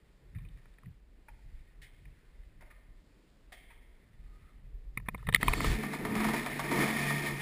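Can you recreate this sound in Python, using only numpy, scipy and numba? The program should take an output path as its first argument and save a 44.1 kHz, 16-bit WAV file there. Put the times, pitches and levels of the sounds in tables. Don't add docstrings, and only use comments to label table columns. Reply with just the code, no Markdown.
import sys
import numpy as np
from scipy import signal
from scipy.io import wavfile
from scipy.ndimage import uniform_filter1d
from numba import njit

SR = 44100
rng = np.random.default_rng(int(sys.argv[2]) if len(sys.argv) > 2 else 0)


def int16_out(signal):
    q = np.round(np.clip(np.atleast_2d(signal).T, -1, 1) * 32767)
    wavfile.write(sys.argv[1], SR, q.astype(np.int16))


N = 326781
T = np.arange(N) / SR

# (time [s], sway [dB], thud [dB])
HEAD_MOTION = [(0, -58, -68), (.52, -52, -62), (.84, -61.5, -72.5), (1.19, -58, -74.5), (1.63, -64.5, -70),
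               (2.15, -57, -69.5), (2.56, -51.5, -69), (3.2, -63.5, -76), (3.6, -58.5, -74.5),
               (4.66, -52, -70.5), (5.24, -42, -51.5), (5.61, -43.5, -42), (5.88, -62, -56),
               (6.2, -45.5, -70), (6.5, -58, -59), (7.41, -53, -61)]
# (time [s], sway [dB], thud [dB], decay [s])
MOUNT_BUMPS = [(.36, -51, -35.5, 0.012), (.43, -44, -49, 0.056), (0.871, -57, -42, 0.025),
               (1.31, -54, -65, .04), (1.46, -46, -59, 0.04), (1.539, -41, -70, 0.047),
               (1.79, -55, -65, 0.038), (1.94, -48, -85, 0.021), (2.07, -51, -64, 0.027),
               (2.4, -55, -74, 0.07), (2.89, -60, -62.5, 0.018), (4.19, -54.5, -70.5, 0.075),
               (4.42, -53, -60, 0.036), (4.58, -60, -82, 0.018), (4.75, -45, -63, 0.033),
               (4.98, -55, -46, 0.046), (5.14, -51, -40, 0.017), (5.279, -60, -37, 0.039),
               (5.499, -27.5, -38, 0.025), (5.68, -21.5, -33, .03), (5.73, -33, -45, 0.034)]
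# (frequency [Hz], relative band level [dB])
ROOM_BANDS = [(100, -16), (200, -11), (400, -17), (800, -31), (1400, -29.5), (2000, -26), (2700, -35),
              (4500, -33), (6000, -40)]
# (time [s], level [dB])
CLOTH_LEVELS = [(0.0, -81), (0.6, -74.5), (1.0, -86.5), (1.33, -81), (1.5, -74.5), (2.74, -78.5),
                (3.3, -87), (4.38, -71.5), (4.9, -82.5), (5.35, -61), (5.5, -41.5)]
# (time [s], peak [dB], low band [dB], high band [dB], pitch [Hz], length [s], ring [dB], echo send [dB])
LEVER_KNOCKS = [(0.347, -51, -17, -20, 1190, 0.024, -30, -16.5),
                (1.282, -44.5, 1.5, -19, 846, 0.015, -15, -21),
                (1.816, -45.5, -39, -4.5, 1360, 0.048, -5.5, -24),
                (2.606, -51, 1, -10.5, 900, 0.021, -19, -12), (2.62, -49, 1, -20, 635, 0.013, -15, -13.5),
                (2.7, -49, -7, -15, 1210, 0.025, -16, -16), (3.52, -41, -4.5, -5.5, 663, 0.026, -0.5, -17),
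                (3.7, -49.5, -5, -14, 954, 0.037, -8, -16.5), (5.057, -51, -6, -23, 1200, 0.029, -28, -23),
                (5.185, -53, 2, -19, 1280, 0.025, -25, -23), (5.409, -31, -24, -11, 1240, 0.017, 1, -30)]
# (frequency [Hz], width [Hz], gain [dB])
BODY_MODES = [(686, 81, 3), (927, 77, 3.5), (1190, 183, 1), (1818.5, 197, 4), (2121, 263, 2),
              (2461, 238, -1.5), (3040, 280, -9.5), (3480, 350, -5.5), (4090, 1740, -12), (5770, 750, -14)]
# (frequency [Hz], width [Hz], gain [dB])
LEVER_MODES = [(680, 48, -5), (1760, 87, -1), (2156, 130, 8), (3160, 51, 7), (3400, 72, 1.5),
               (3950, 42, -9)]
# (time [s], peak [dB], mode under the spot struck [Hz], low mode gain [dB],
# high mode gain [dB], thump over mid modes [dB], time for the blow to fall 60 dB [s])
HOUSING_TICKS = [(0.384, -52, 2350, -14, -15, -20, 0.034), (0.449, -52.5, 2360, -17, -19, -23, 0.041),
                 (0.487, -56, 2530, -25, -3, -25, 0.015), (0.573, -57, 1600, -15, -24, -20, 0.0165),
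                 (0.655, -51, 1680, -12.5, -26, -23, 0.02), (0.738, -63, 1860, -22, -12, -20, 0.016),
                 (0.784, -49, 1730, -15, -29, -16, 0.0121), (0.833, -51, 2010, -8, -28, -20, 0.0093),
                 (0.857, -53, 1940, -22, -29, -20, 0.02), (2.053, -51.5, 2620, -30, -23, -22.5, 0.017),
                 (2.434, -60, 1870, -19, -17, -20, 0.025), (4.973, -21.5, 2137, -20, -25, -8.5, 0.022),
                 (4.998, -45, 2110, -16, -27, -20, 0.015), (5.085, -18.5, 2310, -15.5, -24, -1.5, 0.016),
                 (5.145, -27.5, 2144, -9.5, -40, 1.5, 0.016), (5.178, -49, 1800, -4, -4, -20, 0.026),
                 (5.227, -45, 1790, 0, -25, -20, 0.017), (5.268, -31.5, 1930, -17, -21, -21, 0.041),
                 (5.287, -17.5, 1870, -12.5, -16.5, -0.5, 0.029),
                 (5.325, -27.5, 1830, -16, -13, -11, 0.021), (5.338, -27, 1960, -11, -11, -22, 0.012),
                 (5.346, -5.5, 2030, -24, -11.5, -18.5, 0.011), (5.359, -20, 2070, -18, -11, -18, 0.011),
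                 (5.429, -13, 1950, -12.5, -12, -4, 0.0097), (5.481, -12, 2280, -5, -17, -7, 0.013),
                 (5.534, -15, 2080, -11.5, -24, -16, 0.0084), (5.578, -34, 2070, 4, -13, -20, 0.015),
                 (5.604, -18.5, 2120, -8, -29, -20, 0.015), (5.643, -20.5, 2080, -9, -18, -20, 0.021)]
# (frequency [Hz], width [Hz], gain [dB])
HOUSING_MODES = [(458, 86, 10), (775, 180, 3), (1012, 140, 13), (1292, 140, 11.5), (1790, 210, 4),
                 (2056, 270, 5.5), (2232, 254, 4.5), (2465, 150, 5.5), (2980, 174, 16.5), (3670, 223, 17.5),
                 (5450, 2200, -7)]
# (start [s], end [s], first level [dB], last level [dB])
SQUEAK_SPAN = (4.27, 4.5, -77, -71)
# (time [s], shaft rate [Hz], exhaust [dB], whirr [dB], panel rattle over whirr [dB])
ENGINE_RUN = [(5.4, 47.0, -48, -64.5, 5), (5.44, 47, -43, -58, 11), (5.51, 51.5, -44, -44, 1),
              (5.6, 57, -43, -43.5, -5.5), (5.66, 61.5, -39.5, -33.5, -5), (5.82, 51, -42.5, -41.5, -7.5),
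              (5.96, 47.5, -42.5, -44, -10), (6.1, 35, -37, -46, -2), (6.18, 43, -36, -39.5, -5),
              (6.32, 57, -37.5, -36.5, -6.5), (6.4, 62.7, -42.5, -40, -14), (6.58, 42.2, -45, -41, -14),
              (6.69, 53, -40, -40.5, -7), (6.72, 58, -33, -35, -2.5), (6.82, 67, -31.5, -32.5, -3),
              (6.9, 81.4, -39.5, -34.5, -4), (7.16, 70.4, -43, -35, -10), (7.3, 71, -42.5, -38, -6.5),
              (7.41, 59, -48.5, -37, -8.5)]
# (frequency [Hz], width [Hz], gain [dB])
GARAGE_MODES = [(73, 29, -36), (134, 46, -11.5), (189, 10.8, 0.5), (239.1, 5.6, 3), (271, 12.2, 2),
                (297.7, 9.1, -1), (316, 28, -2.5), (355.2, 7.5, 1), (424, 34, -3.5)]
EXHAUST_HARMONICS = [-17.5, -21, -11, -12, -10, -31]
# (start [s], end [s], first level [dB], last level [dB])
RATCHET_SPAN = (5.47, 5.66, -50, -49)
# (time [s], lower tone [dB], upper tone [dB])
HUM_LEVELS = [(5.55, -69, -65), (5.622, -43, -45), (5.714, -48, -53), (5.792, -44, -37.5),
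              (6.036, -49, -56), (6.108, -60, -38.5), (6.254, -45, -31.5), (6.446, -49.5, -49),
              (6.632, -46, -61), (6.82, -36, -37), (6.949, -49, -38), (7.026, -37.5, -46.5),
              (7.166, -36, -42), (7.23, -43.5, -51), (7.336, -40, -50), (7.41, -45, -64)]
# (time [s], peak [dB])
HARD_FIRINGS = [(5.833, -29), (5.933, -28), (6.049, -26), (6.151, -24), (6.202, -26), (6.243, -25),
                (6.283, -23), (6.334, -24), (6.46, -25), (6.592, -24), (6.712, -24.5), (7.104, -24)]

LOW, MID, HIGH = (0, 1500), (1500, 2800), (2800, 9999)


def undb(db):
    return 10 ** (np.asarray(db) / 20)


def unit(x):
    return x / np.sqrt(np.mean(x ** 2))


def noise():
    return rng.standard_normal(N)


def curves(table):
    times, *columns = np.transpose(table)
    return [np.interp(T, times, column, left=-120, right=-120) for column in columns]


def span_db(start, end, first_db, last_db, fade_db_per_s=250):
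    outside_s = np.maximum(np.maximum(start - T, T - end), 0)
    return np.interp(T, [start, end], [first_db, last_db]) - fade_db_per_s * outside_s


def walk(rate):
    hold = int(SR / rate)
    steps = np.repeat(rng.standard_normal(N // hold + 1), hold)
    return 1.324 * uniform_filter1d(uniform_filter1d(steps, hold), hold)[:N]


def band_noise(lo_hz, hi_hz):
    return unit(signal.sosfilt(signal.butter(3, [lo_hz, hi_hz], "band", fs=SR, output="sos"), noise()))


@njit
def resonate(x, hz, width):
    out, band_state, low_state = np.empty(len(x)), 0., 0.
    g, damping = np.tan(np.pi * hz / SR), width / hz
    for i in range(len(x)):
        band = (band_state + g * (x[i] + 1e-18 - low_state)) / (1 + g * (g + damping))
        band_state = 2 * band - band_state
        low_state += 2 * g * band
        out[i] = damping * band
    return out


def ring(x, modes, lo_hz=0, hi_hz=9999):
    return sum((-1) ** k * undb(db) * resonate(x, float(hz), float(width))
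               for k, (hz, width, db) in enumerate(modes) if lo_hz <= hz < hi_hz)


def add(track, start, burst, peak_db):
    i = int(start * SR)
    track[i:i + len(burst)] += (undb(peak_db) * burst / np.max(np.abs(burst)))[:N - i]


def mount_rumble(rise_s=0.012):
    sway_db, thud_db = curves(HEAD_MOTION)
    sway = undb(sway_db + walk(9))
    thud = undb(thud_db + 4 * walk(9))
    for time, bump_sway_db, bump_thud_db, decay in MOUNT_BUMPS:
        bump = np.exp(np.minimum((T - time) / rise_s, (time - T) / decay))
        sway += undb(bump_sway_db) * bump
        thud += undb(bump_thud_db) * bump
    return sway * band_noise(21.0, 52.7) + thud * band_noise(70.6, 154.0)


def room_tone(level_db=-69):
    hz, db = np.transpose(ROOM_BANDS)
    centres = 100 * 2 ** np.arange(0, 6, .5)
    levels = np.interp(np.log(centres), np.log(hz), db)
    bands = (undb(band_db + 2.45 * walk(6.1)) * resonate(noise(), centre, centre / 3)
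             for centre, band_db in zip(centres, levels))
    return undb(level_db) * unit(sum(bands))


def cloth():
    grains = noise() * undb(2.0 * walk(60))
    return undb(curves(CLOTH_LEVELS)[0]) * unit(ring(grains, BODY_MODES, lo_hz=1500))


def lever_knocks():
    direct, to_walls, t = np.zeros(N), np.zeros(N), T[:20000]
    for time, peak_db, low_db, high_db, pitch_hz, length, ring_db, echo_db in LEVER_KNOCKS:
        hold_and_decay = np.exp(-np.maximum(t - length / 2, 0) / (length / 2))
        scrape = rng.standard_normal(len(t)) * hold_and_decay * (1 - np.exp(-t / 0.0011))
        low, mid, high = (unit(ring(scrape, BODY_MODES, *band)) for band in (LOW, MID, HIGH))
        body = unit(low + 6.3 * unit(resonate(scrape, float(pitch_hz), 87.0)))
        metal = unit(ring(rng.standard_normal(len(t)) * np.exp(-t / .13), LEVER_MODES))
        knock = mid + undb(low_db) * body + undb(high_db) * high + undb(ring_db) * metal
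        add(direct, time, knock, peak_db)
        add(to_walls, time, knock, peak_db + echo_db)
    return direct, to_walls


@njit
def garage_echo(x, lags, t60_s=1.11, damping=0.12):
    gain = 10 ** (-3 * lags / SR / t60_s)
    lines, dulled, out = np.zeros((8, 4096)), np.zeros(8), np.zeros(len(x))
    for i in range(len(x)):
        for k in range(8):
            dulled[k] += (1 - damping) * (gain[k] * lines[k, (i - lags[k]) & 4095] - dulled[k])
            out[i] += dulled[k] * (1 - 2 * (k % 2))
        crossfeed = dulled.sum() / 4
        for k in range(8):
            lines[k, i & 4095] = x[i] + 1e-18 + dulled[k] - crossfeed
    return out


def housing_ticks():
    out, t = np.zeros(N), T[:4000]
    thump = unit(np.sin(2 * np.pi * 190 * t) * np.exp(-t / 0.0046))
    for time, peak_db, spot_hz, low_db, high_db, thump_db, t60 in HOUSING_TICKS:
        blow = rng.standard_normal(len(t)) * undb(-60 * t / t60) * (1 - np.exp(-t / 0.00038))
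        blow[12] += 2.2
        struck = [(hz, width, db - 10 * min(abs(hz - spot_hz) / 400, 1))
                  for hz, width, db in HOUSING_MODES]
        low = undb(low_db) * ring(blow, HOUSING_MODES, *LOW)
        mid = ring(blow, struck, *MID)
        high = undb(high_db) * ring(blow, struck, *HIGH)
        add(out, time, low + mid + high + undb(thump_db) * np.std(mid) * thump, peak_db)
    return out


def squeak():
    flicker = noise() * undb(3 * walk(40))
    return undb(span_db(*SQUEAK_SPAN)) * unit(resonate(flicker, hz=1240., width=45.))


def engine():
    shaft_hz, exhaust_db, whirr_db, rattle_db = curves(ENGINE_RUN)
    turns = np.cumsum(np.maximum(shaft_hz, 0) * (1 + 0.00616 * walk(30))) / SR
    strength = undb(2.5 * rng.standard_normal(N // 100))[turns.astype(int)]
    boom = undb(exhaust_db) * exhaust(turns, strength)
    return boom + fan_whirr(turns, strength, shaft_hz, whirr_db, rattle_db)


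def exhaust(turns, strength):
    pulses = strength * (np.diff(turns.astype(int), prepend=0) > 0)
    running = T > ENGINE_RUN[0][0]
    pulses = unit(pulses * running) * np.sqrt(np.mean(running))
    boom = ring(pulses + 1.43 * noise(), GARAGE_MODES)
    note = sum(undb(db + 3.2 * walk(10)) * np.sin(2 * np.pi * order * turns)
               for order, db in enumerate(EXHAUST_HARMONICS, 1))
    return boom / np.std(boom[running]) + note


def fan_whirr(turns, strength, shaft_hz, whirr_db, rattle_db, catch_s=5.69, settle_s=.06):
    throb = 1 + 0.39 * np.exp(-(turns % 1) / 0.53)
    rush = noise() * strength ** 0.2 * throb * undb(1.6 * walk(25))
    rattle, whirr, hiss = (unit(ring(rush, BODY_MODES, *band)) for band in (LOW, MID, HIGH))
    catch_db = 6.5 * np.exp(-np.maximum(T - catch_s, 0) / settle_s)
    hiss_db = -10 + 0.0478 * (shaft_hz - 55) + catch_db
    panel = unit(resonate(rush, hz=1868.4, width=41.0))
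    panel_db = -7 + 0.2526 * (shaft_hz - 56) + 3 * walk(14)
    colour = undb(rattle_db) * rattle + undb(hiss_db) * hiss + undb(panel_db) * panel
    return undb(whirr_db) * (whirr + colour)


def ratchet():
    rasp = noise() * undb(2.6 * walk(70))
    return undb(span_db(*RATCHET_SPAN)) * unit(resonate(rasp, hz=4420.0, width=90.0))


def hum(tones_hz=(143.2, 217.2), waver_hz=1.78):
    phases = (2 * np.pi * np.cumsum(hz + waver_hz * walk(12)) / SR for hz in tones_hz)
    return sum(undb(db) * np.sqrt(2) * np.sin(phase) for phase, db in zip(phases, curves(HUM_LEVELS)))


def hard_firings():
    out, t = np.zeros(N), T[:4000]
    for time, peak_db in HARD_FIRINGS:
        crack = rng.standard_normal(len(t)) * np.exp(-t / 0.013) * (1 - np.exp(-t / 0.00044))
        bang = ring(crack, BODY_MODES, hi_hz=1500) + undb(-4.0) * ring(crack, BODY_MODES, lo_hz=1500)
        add(out, time, bang, peak_db)
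    return out


def scene():
    scooter = engine() + hum() + ratchet()
    bangs = hard_firings()
    knocks, to_walls = lever_knocks()
    echo = garage_echo(to_walls + undb(-13.5) * bangs, lags=rng.integers(700, 2600, 8))
    at_microphone = housing_ticks() + cloth() + squeak() + mount_rumble()
    mono = scooter + bangs + knocks + echo + at_microphone + room_tone()
    return np.array([mono, mono])


def record(dry, top_hz=15350):
    sampled = signal.resample_poly(dry[0], 40, 147)
    held = signal.resample_poly(np.repeat(sampled, 12), 49, 160)[:N]
    mono = signal.sosfilt(signal.ellip(10, .2, 70, top_hz, fs=SR, output="sos"), held)
    return np.array([mono, mono])


dry = scene()
out = record(dry)
int16_out(out)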